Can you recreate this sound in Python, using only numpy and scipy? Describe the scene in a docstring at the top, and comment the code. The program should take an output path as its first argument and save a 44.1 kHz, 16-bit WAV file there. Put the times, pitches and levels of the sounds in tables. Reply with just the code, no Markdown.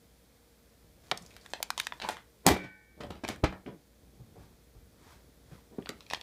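"""Bottle flip and landing

A part-filled plastic bottle is flipped and lands upright on a table with a loud thunk; table and metal ring.
Its wall snaps under the fingers, then it is grabbed, knocked on the table and handled in a living room.
Blows and snaps are short noisy pushes through panel filters; rings are decaying sines; fingers, arm and
sleeve are trains of tiny slips. Noise tails make the room; gain control ducks after loud sounds."""
import sys
import numpy as np
from scipy import signal
from scipy.fft import rfft, irfft
from scipy.io import wavfile
from scipy.ndimage import uniform_filter1d

SR = 44100
rng = np.random.default_rng(int(sys.argv[2]) if len(sys.argv) > 2 else 0)


def wav_record(signal):
    """Record a signal, one row per channel, as 16-bit PCM in the file named by sys.argv[1]."""
    frames = np.transpose(np.atleast_2d(signal))
    bounded = np.clip(frames, -1, 1)
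    # unit amplitude maps onto the largest positive 16-bit level
    quanta = np.round(bounded * 32767).astype(np.int16)
    wavfile.write(sys.argv[1], SR, quanta)


N = 274302
TIME = np.arange(N) / SR
BINS = np.fft.rfftfreq(8192, 1 / SR) + 1  # filter grid in Hz, offset by 1 to avoid zero

# table-top modes: f/Hz, relative level/dB, t60/s
TABLE_MODES = [(109, -15.5, 0.31), (187.7, -6.5, 0.54), (239, -6, 0.14), (297.6, -4, 0.41),
               (336, -0.5, 0.18), (384.7, -1, 0.09), (414.8, 0.5, 0.15), (534, -13.5, 0.27),
               (612, -9.5, 0.2), (754, -12, 0.18), (764, -4.5, 0.12), (845, -8, 0.12), (1001, -12, 0.096),
               (1174, -11.5, 0.2), (1219, -13, 0.17)]


def gain_of(db):
    """Amplitude gain of a level in dB."""
    return 10 ** (np.asarray(db) / 20)


def unit(x):
    """Scales to energy 1."""
    return x / np.sqrt(np.sum(x ** 2) + 1e-20)


def read(points, hz):
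    """Reads a table on a log-frequency axis."""
    f, value = np.transpose(points)
    return np.interp(np.log(hz + 1), np.log(f + 1), value)


def add(mix, s, sound):
    """Mixes a sound in at time s."""
    part = mix[round(s * SR):][:len(sound)]
    part += sound[:len(part)]


def colour(x, curve_db):
    """Causal minimum-phase filter with the given gain on BINS, so attacks stay sharp."""
    floored_db = np.maximum(curve_db, curve_db.max() - 90)
    log_gain = np.log(gain_of(floored_db))
    whole = np.r_[log_gain, log_gain[-2:0:-1]]
    spectrum = np.exp(np.conj(signal.hilbert(whole)))
    taps = np.fft.ifft(spectrum).real
    return signal.fftconvolve(x, taps[:len(BINS) // 2])


def dying_noise(t60s, hold_s=0, hold_hz=900):
    """One second of dense vibration, each band dying at its own speed; the lows stay driven for hold_s."""
    hz, t, z = signal.stft(rng.standard_normal(SR), SR, nperseg=256)
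    band_hold_s = hold_s / (1 + (hz[:, None] / hold_hz) ** 2)
    free_s = np.maximum(t - band_hold_s, 0)
    decay = gain_of(-60 * free_s / read(t60s, hz)[:, None])
    return signal.istft(z * decay, SR, nperseg=256)[1][:SR]


def ring(modes, hold_s=0):
    """Modes pushed off together, driven for hold_s, then ringing freely; energy 1."""
    t = TIME[:SR]
    free_s = np.maximum(t - hold_s, 0)
    total = np.zeros(SR)
    for hz, db, t60_s in modes:
        total += gain_of(db - 60 * free_s / t60_s) * np.sin(2 * np.pi * hz * t)
    return unit(total)


def strike(push, pitch_hz, tilt_db, bite_db, q, thud=0, bite_hz=3500, top_hz=12000):
    """A push through a panel resonance: some thud below, a slope above, thin-plastic bite, top damping."""
    r = BINS / pitch_hz
    panel_db = 20 * np.log10(abs(r * np.hypot(r, thud) / (1 - r * r + 1j * r / q)))
    slope_db = tilt_db * np.log2(np.maximum(r, 1))
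    damping_db = -10 * np.log10(1 + (BINS / top_hz) ** 4)
    bite_curve_db = bite_db * np.exp(-np.log2(BINS / bite_hz) ** 2)
    return unit(colour(push, panel_db + slope_db + damping_db + bite_curve_db))


def chatter(t60_s, share):
    """A sharp push followed by irregular shaking that dies away."""
    t = TIME[:SR // 4]
    push = share * unit(rng.standard_normal(len(t)) * gain_of(-60 * t / t60_s))
    push[0] += 1
    return push


def scuff(contact_s, share, cushion_s=0.0003):
    """A cushioned push, with scraping that swells over the contact time and dies away."""
    t = TIME[:SR // 4]
    u = t / contact_s
    push = np.exp(-t / cushion_s)
    scrape = unit(rng.standard_normal(len(t)) * u * np.exp(-u))
    return push / push.sum() + share * scrape


def lumps(rate_hz, depth_db):
    """One second of uneven gain: random levels at rate_hz, joined by straight lines in dB."""
    steps = rng.standard_normal(SR)
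    return gain_of(depth_db * np.interp(TIME[:SR] * rate_hz, np.arange(SR), steps))


def landing(crack_db=10, shudder_db=16, table_db=12, metal_db=1.5, rim_db=-4, room_db=-15,
            crack_s=0.00069, give_s=0.0011, water_s=0.046, rim_rise_s=0.006):
    """Rim touches and flexes, base cracks down, falling water keeps driving the table, metal rings on."""
    # metal shaken along with the table: f/Hz, relative level/dB, t60/s
    metal_modes = [(845, -13, .85), (1507, -8, .85), (1556, -16, 1.1), (1771, -14, 1.1), (1868, -12, .92),
                   (1883, -1, .4), (1983, 0, .38), (2196, -18, 1.2), (2282, -6, .98), (2359, 1, .44)]
    # crack of the base: f/Hz, relative level/dB
    crack_tone = [(100, 2), (330, 8.5), (2900, -8.5), (5000, -2), (7500, 1.5), (10500, -11.5), (15000, -8)]
    # shudder of bottle and water: f/Hz, relative level/dB
    shudder_tone = [(25, -15.5), (70, -2), (120, -9), (220, -2), (400, 2.5), (520, -8.5), (800, -2.5),
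                    (1300, -15), (2100, -14), (2900, -14.5), (4000, -16), (6000, -19.5), (10000, -22),
                    (15000, -23.5)]
    # shudder decay: f/Hz, t60/s
    shudder_t60 = [(100, 0.26), (400, 0.2), (900, 0.18), (2200, 0.37), (5000, 0.28), (10000, 0.23)]
    landing_s = 2.4652
    t, out = TIME[:SR], np.zeros(N)
    brief = t[:SR // 40]
    rim_push = rng.standard_normal(len(brief)) * np.exp(brief / rim_rise_s)
    rim = strike(rim_push, 256, -10.5, 0, q=0.39)
    u = brief / crack_s
    crack = colour(rng.standard_normal(len(u)) * u * np.exp(-u), read(crack_tone, BINS))
    load = 1 - np.exp(-t / give_s)  # the base gives way before the full weight arrives
    clatter = lumps(rate_hz=170, depth_db=2.8)
    shaking = dying_noise(shudder_t60, water_s) * load * clatter
    shudder = colour(shaking, read(shudder_tone, BINS))
    add(out, landing_s - brief[-1], gain_of(rim_db) * rim)  # the rim push swells up to the landing
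    add(out, landing_s, gain_of(crack_db) * unit(crack))
    add(out, landing_s, gain_of(shudder_db) * unit(shudder))
    add(out, landing_s, gain_of(table_db) * ring(TABLE_MODES, water_s / 2) * load)
    add(out, landing_s, gain_of(metal_db) * ring(metal_modes) * load)
    return np.array([out, gain_of(room_db) * out])


def snaps(echo_s=0.001191, echo=0.33, shake_t60_s=0.013):
    """The wall buckles; each snap returns once from the bottle's far end. Gives direct sound, room feed."""
    # wall snaps: t/s, energy/dB, panel pitch f/Hz, tilt/(dB/octave), bite/dB, room feed/dB re direct
    snap_rows = [(1.114, -1, 665, -4.5, 27, -26), (1.1161, -3, 680, -6, 10, -25.5),
                 (1.121, -5.5, 670, -20, 24, -15), (1.1748, -16.5, 4770, -9.5, 2, -19),
                 (1.263, -29, 5600, -16, -10, -27), (1.3656, -24, 744, -2.5, 7, -16.5),
                 (1.4614, -22.5, 2620, -11, -9, -21), (1.5356, -7, 650, -6, 10.5, -15.5),
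                 (1.603, -16, 730, -20, 16, -17), (1.628, -3.5, 905, 0.5, 6, -24),
                 (1.704, -3, 1030, -3, 7.5, -24), (1.7781, -7.5, 686, -2.5, 5.5, -12.5),
                 (1.7997, -1.5, 1700, -5, 4.5, -28), (1.8132, -25, 1900, 0, -6, -8),
                 (1.8694, -6, 2140, -7.5, -1, -25.5), (1.9228, -10.5, 1030, -14.5, 16, -20),
                 (2, -17.5, 696, -5.5, 18, -13), (2.017, -15.5, 540, -8, 18, -4.5),
                 (2.021, -13, 700, -4.5, 18, -19), (2.0403, -20, 730, -15, 22, -9),
                 (2.0477, -8.5, 770, -18.5, 6, -9), (2.0887, -3.5, 660, -5, 2, -19.5),
                 (2.0977, -10, 640, -9.5, 1, -15.5), (2.108, -21.5, 2014, -2.5, -7, -3.5),
                 (2.169, -20, 1210, -7.5, 6.5, -11.5), (3.0357, -22.5, 750, -3, 12, -14),
                 (3.2496, -7.5, 450, -7.5, 9, -19.5), (3.2798, -14.5, 590, -2, 7, -23.5),
                 (3.288, -6, 385, -3, 6, -16.5), (3.3605, -26, 420, -5, -4, -31),
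                 (3.663, -23, 2620, -28, -3.5, -14), (5.824, -31.5, 2660, -23, 0, -15),
                 (5.8593, -18.5, 614, -9, 27, -17), (5.871, -22.5, 1400, -20, 16, -16),
                 (5.8915, -10.5, 362, -1.5, 12, -22), (5.903, -25, 600, -3, 8, -20),
                 (6.007, -25.5, 920, -4.5, 12, -13.5), (6.065, -30, 2800, -13, 4, -17),
                 (6.101, -15.5, 2900, -9.5, 1, -8), (6.11, -13, 500, -8.5, 24, -22),
                 (6.122, -21.5, 704, -13.5, 16, -8), (6.1351, -3.5, 590, -5.5, 14, -20.5),
                 (6.1467, -10, 950, -7.5, 23.5, -19), (6.2124, -18.5, 560, -3.5, 17, -17)]
    near, far = np.zeros((2, N))
    for s, db, pitch_hz, tilt_db, bite_db, room_db in snap_rows:
        push = chatter(shake_t60_s, share=1.5)
        delay = round(echo_s * SR * rng.uniform(.86, 1.12))
        push = push + echo * np.roll(push, delay)
        sound = gain_of(db) * strike(push, pitch_hz, tilt_db, bite_db, q=1.25, thud=0.7)
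        add(near, s, sound)
        add(far, s, gain_of(room_db) * sound)
    return np.array([near, far])


def knocks(table_db=-12, bite_db=6):
    """Bottle, hand and arm hit the table: dull blows that stir its modes. Gives direct sound, room feed."""
    # blows: t/s, energy/dB, pitch f/Hz, tilt/(dB/octave), contact/s
    blow_rows = [(1.1168, -18, 150, -8.5, 0.0024), (1.207, -27, 180, -16.5, 0.0044),
                 (2.031, -15.5, 232, -7.5, 0.007), (2.089, -11.5, 251, -5.5, 0.0038),
                 (2.54, -9, 150, -12.5, 0.0015), (2.563, -5, 490, -12.5, 0.0022),
                 (2.638, -12, 100, -8, 0.0071), (2.977, -19, 517, -22, 0.033),
                 (3.004, -11.5, 140, -7, .005), (3.031, -12.5, 550, -19.5, 0.0064),
                 (3.104, -10, 128, -7, 0.0025), (3.154, -20.5, 131, -8, 0.0022),
                 (3.236, -5.5, 223, -9, 0.0042), (3.288, -6, 131, -6, 0.0092),
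                 (3.433, 5.5, 54.4, -16, 0.0034), (3.438, 7, 213, -10, 0.004),
                 (3.4395, -4, 565, -9.5, 0.0036), (3.451, -9, 700, -11.5, 0.007),
                 (3.471, -6.5, 58.6, -10.5, 0.0075), (3.525, -13, 306, -12.5, 0.0019),
                 (3.66, -12, 187, -10.5, 0.0091), (3.676, -12, 256, -14.5, 0.0079),
                 (3.715, -19, 215, -20, 0.0083), (4.197, -17.5, 125, -19, 0.0047),
                 (4.355, -28, 444, -17.5, 0.0047), (4.375, -18, 110, -15.5, 0.015),
                 (4.75, -18, 71, -21, .008), (5.514, -20.5, 175, -12, 0.0049),
                 (5.712, -24.5, 320, -18, 0.015), (5.784, -6, 290, -17.5, 0.0028),
                 (5.892, -11.5, 264, -10, 0.0024)]
    room_db, room_per_db = -15, -0.46  # feed of a 0 dB blow; softer blows are more diffuse
    rattle, rattle_per_db = 2, -0.4  # scrape share of a 0 dB blow; softer blows scuff more
    near, far = np.zeros((2, N))
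    table = ring(TABLE_MODES) * (1 - np.exp(-TIME[:SR] / 0.00061))
    for s, db, pitch_hz, tilt_db, contact_s in blow_rows:
        push = scuff(contact_s, share=rattle * gain_of(rattle_per_db * db))
        sound = gain_of(db) * strike(push, pitch_hz, tilt_db, bite_db, q=0.37)
        add(near, s, sound)
        add(near, s, gain_of(db + table_db) * table)
        add(far, s, gain_of(room_db + room_per_db * db) * sound)
    return np.array([near, far])


def crinkles(tilt_db=-6, t60_s=0.053, room_db=-11):
    """Small panels of the gripped wall give way unevenly, each at its own pitch. Direct sound, room feed."""
    # faint crinkling: start t/s, length/s, count, middle energy of a crinkle/dB
    crinkle_rows = [(1.18, 0.35, 7, -33), (1.782, 0.02, 4, -25), (1.821, 0.046, 3, -26.5)]
    middle_hz, scatter_octaves, scatter_db = 2560, 1.4, 2  # scatter is per unit of the draws below
    near = np.zeros(N)
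    for start_s, length_s, count, db in crinkle_rows:
        draws = rng.uniform(-0.6, 1, (round(count), 3))
        for k, (late, pitch, strength) in enumerate(draws):
            pitch_hz = middle_hz * 2 ** (scatter_octaves * pitch)
            sound = strike(chatter(t60_s, share=10.0), pitch_hz, tilt_db, 0, q=2.7)
            s = start_s + length_s * (k + .5 + late / 2) / count
            add(near, s, gain_of(db + scatter_db * strength) * sound)
    return np.array([near, gain_of(room_db) * near])


def rubbing(tone, slips_per_s, spread_db):
    """Friction: many tiny slips of uneven size, rms 1."""
    slips = (rng.random(N) < slips_per_s / SR) * rng.standard_normal(N)
    slips *= gain_of(spread_db * np.minimum(rng.exponential(1, N), 4))
    return unit(colour(slips, read(tone, BINS))[:N]) * np.sqrt(N)


def strokes(rows, rise_db_per_s, fall_db_per_s):
    """Gain of a series of movements: each swells up to its start, holds for its length and fades."""
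    levels = []
    for start_s, length_s, db in rows:
        rise_db = rise_db_per_s * np.maximum(start_s - TIME, 0)
        fall_db = fall_db_per_s * np.maximum(TIME - start_s - length_s, 0)
        levels.append(db - rise_db - fall_db)
    return gain_of(np.max(levels, axis=0))


def fingers():
    """Fingers sliding on the plastic and water shifting inside, as coloured slips."""
    # movements: start t/s, length/s, level/dB rms
    moves = [(1.04, 0.95, -62), (2.04, 0.094, -52), (3.02, 0.078, -67), (3.3, 0.02, -50.5),
             (5.8, 0.34, -67.5), (6.13, 0.035, -53)]
    # colour: f/Hz, relative level/dB
    tone = [(100, 2), (600, -2), (1300, -9.5), (2200, -10), (2900, -11), (4200, -10.5), (8000, -15.5),
            (15000, -28)]
    slips = rubbing(tone, slips_per_s=2300, spread_db=2.5)
    return slips * strokes(moves, rise_db_per_s=291, fall_db_per_s=260)


def arm():
    """An arm and body shifting against the table, as sparser, low-pitched slips."""
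    # movements: start t/s, length/s, level/dB rms
    moves = [(.85, 0.53, -65.5), (3.04, 0.017, -43.5), (3.27, 0.23, -50.5), (4.03, 0.5, -60.5),
             (4.75, 0.88, -62.5), (5.9, 0.11, -62)]
    # colour: f/Hz, relative level/dB
    tone = [(25, -6.5), (70, 4.5), (160, -2), (350, -6.5), (800, -21), (2500, -42.5)]
    slips = rubbing(tone, slips_per_s=840, spread_db=0.5)
    return slips * strokes(moves, rise_db_per_s=169.5, fall_db_per_s=85)


def sleeve():
    """A shirt sleeve sweeping past the microphone, as dense slips of cloth."""
    # sweeps: start t/s, length/s, level/dB rms
    moves = [(4.41, 0.037, -65), (5.07, 0.059, -59), (5.535, 0.026, -62.5)]
    # colour: f/Hz, relative level/dB
    tone = [(200, -15), (900, 3.5), (1500, -1), (3000, -6.5), (6000, -10.5), (15000, -19.5)]
    slips = rubbing(tone, slips_per_s=9000, spread_db=1.0)
    return slips * strokes(moves, rise_db_per_s=148, fall_db_per_s=148)


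def room(x, build_s=0.0052, count=9):
    """Furnished room: quick build-up, lost treble; several random tails, taken in rotation."""
    # decay: f/Hz, t60/s
    tail_t60 = [(100, .22), (600, .25), (2200, .24), (5000, .18), (12000, .09)]
    # colour: f/Hz, level/dB
    tone = [(60, 0.5), (500, 1.5), (2500, 6.5), (5000, 5), (9000, 5.5), (15000, -5.5)]
    out = np.zeros(N)
    turn = (TIME // .07) % count  # the next tail every 0.07 s
    build = 1 - np.exp(-(TIME[:SR] / build_s) ** 2)
    for k in range(count):
        tail = unit(dying_noise(tail_t60) * build)
        out += signal.fftconvolve(x * (turn == k), tail)[:N]
    return colour(out, read(tone, BINS))[:N]


def background():
    """Steady room noise and microphone hiss as shaped noise, with a faint mains hum of sines."""
    # room noise and hiss: f/Hz, relative level/dB
    air_tone = [(20, -14), (60, 3), (90, -2), (250, -4), (360, -9), (480, -7), (700, -13), (1000, -18),
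                (2000, -19), (4500, -20), (7000, -23), (15000, -24)]
    # hum: f/Hz, level/dB rms
    hum_lines = [(59.2, -67), (469, -75)]
    air_gain = gain_of(read(air_tone, np.fft.rfftfreq(N, 1 / SR)))
    air = irfft(rfft(rng.standard_normal(N)) * air_gain, N)
    hum = np.zeros(N)
    for hz, db in hum_lines:
        hum += gain_of(db) * np.sqrt(2) * np.sin(2 * np.pi * (hz * TIME + rng.random()))
    return gain_of(-63) * unit(air) * np.sqrt(N) + hum  # air at -63 dB rms


def microphone(x, notch_hz=2820, width_hz=280, notch_db=-4, low_hz=40):
    """The sound port in the casing weakens a narrow band, and the deepest bass is lost."""
    notch = notch_db * np.exp(-((BINS - notch_hz) / width_hz) ** 2)
    bass = -10 * np.log10(1 + (low_hz / BINS) ** 4)
    return colour(x, notch + bass)[:N]


def scene():
    """Landing, snaps, knocks and crinkles in the room, over handling noises and background."""
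    near, far = landing() + snaps() + knocks() + crinkles()
    handling = fingers() + arm() + sleeve()
    return (near + room(far) + handling + background())[None]


def record(dry, threshold_db=-19, recover_s=0.78, attack_s=0.036, edge_hz=15450):
    """Microphone colour; gain control that ducks after loud sounds and recovers slowly; band limit."""
    sound = microphone(dry[0])
    power_db = 10 * np.log10(abs(uniform_filter1d(sound ** 2, size=441)) + 1e-12)  # 10 ms mean
    excess_db = np.maximum(power_db - threshold_db, 0)
    fade = np.exp(-TIME / recover_s)
    held_db = np.maximum.accumulate(excess_db / fade) * fade  # peak hold, decaying over recover_s
    r = np.exp(-1 / (attack_s * SR))
    duck_db = signal.lfilter([1 - r], [1, -r], held_db)
    ducked = sound / gain_of(duck_db)
    low_pass = signal.firwin(255, edge_hz, window=("kaiser", 8), fs=SR)
    return signal.oaconvolve(ducked, low_pass, "same")[None]


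dry = scene()
out = record(dry)
wav_record(out)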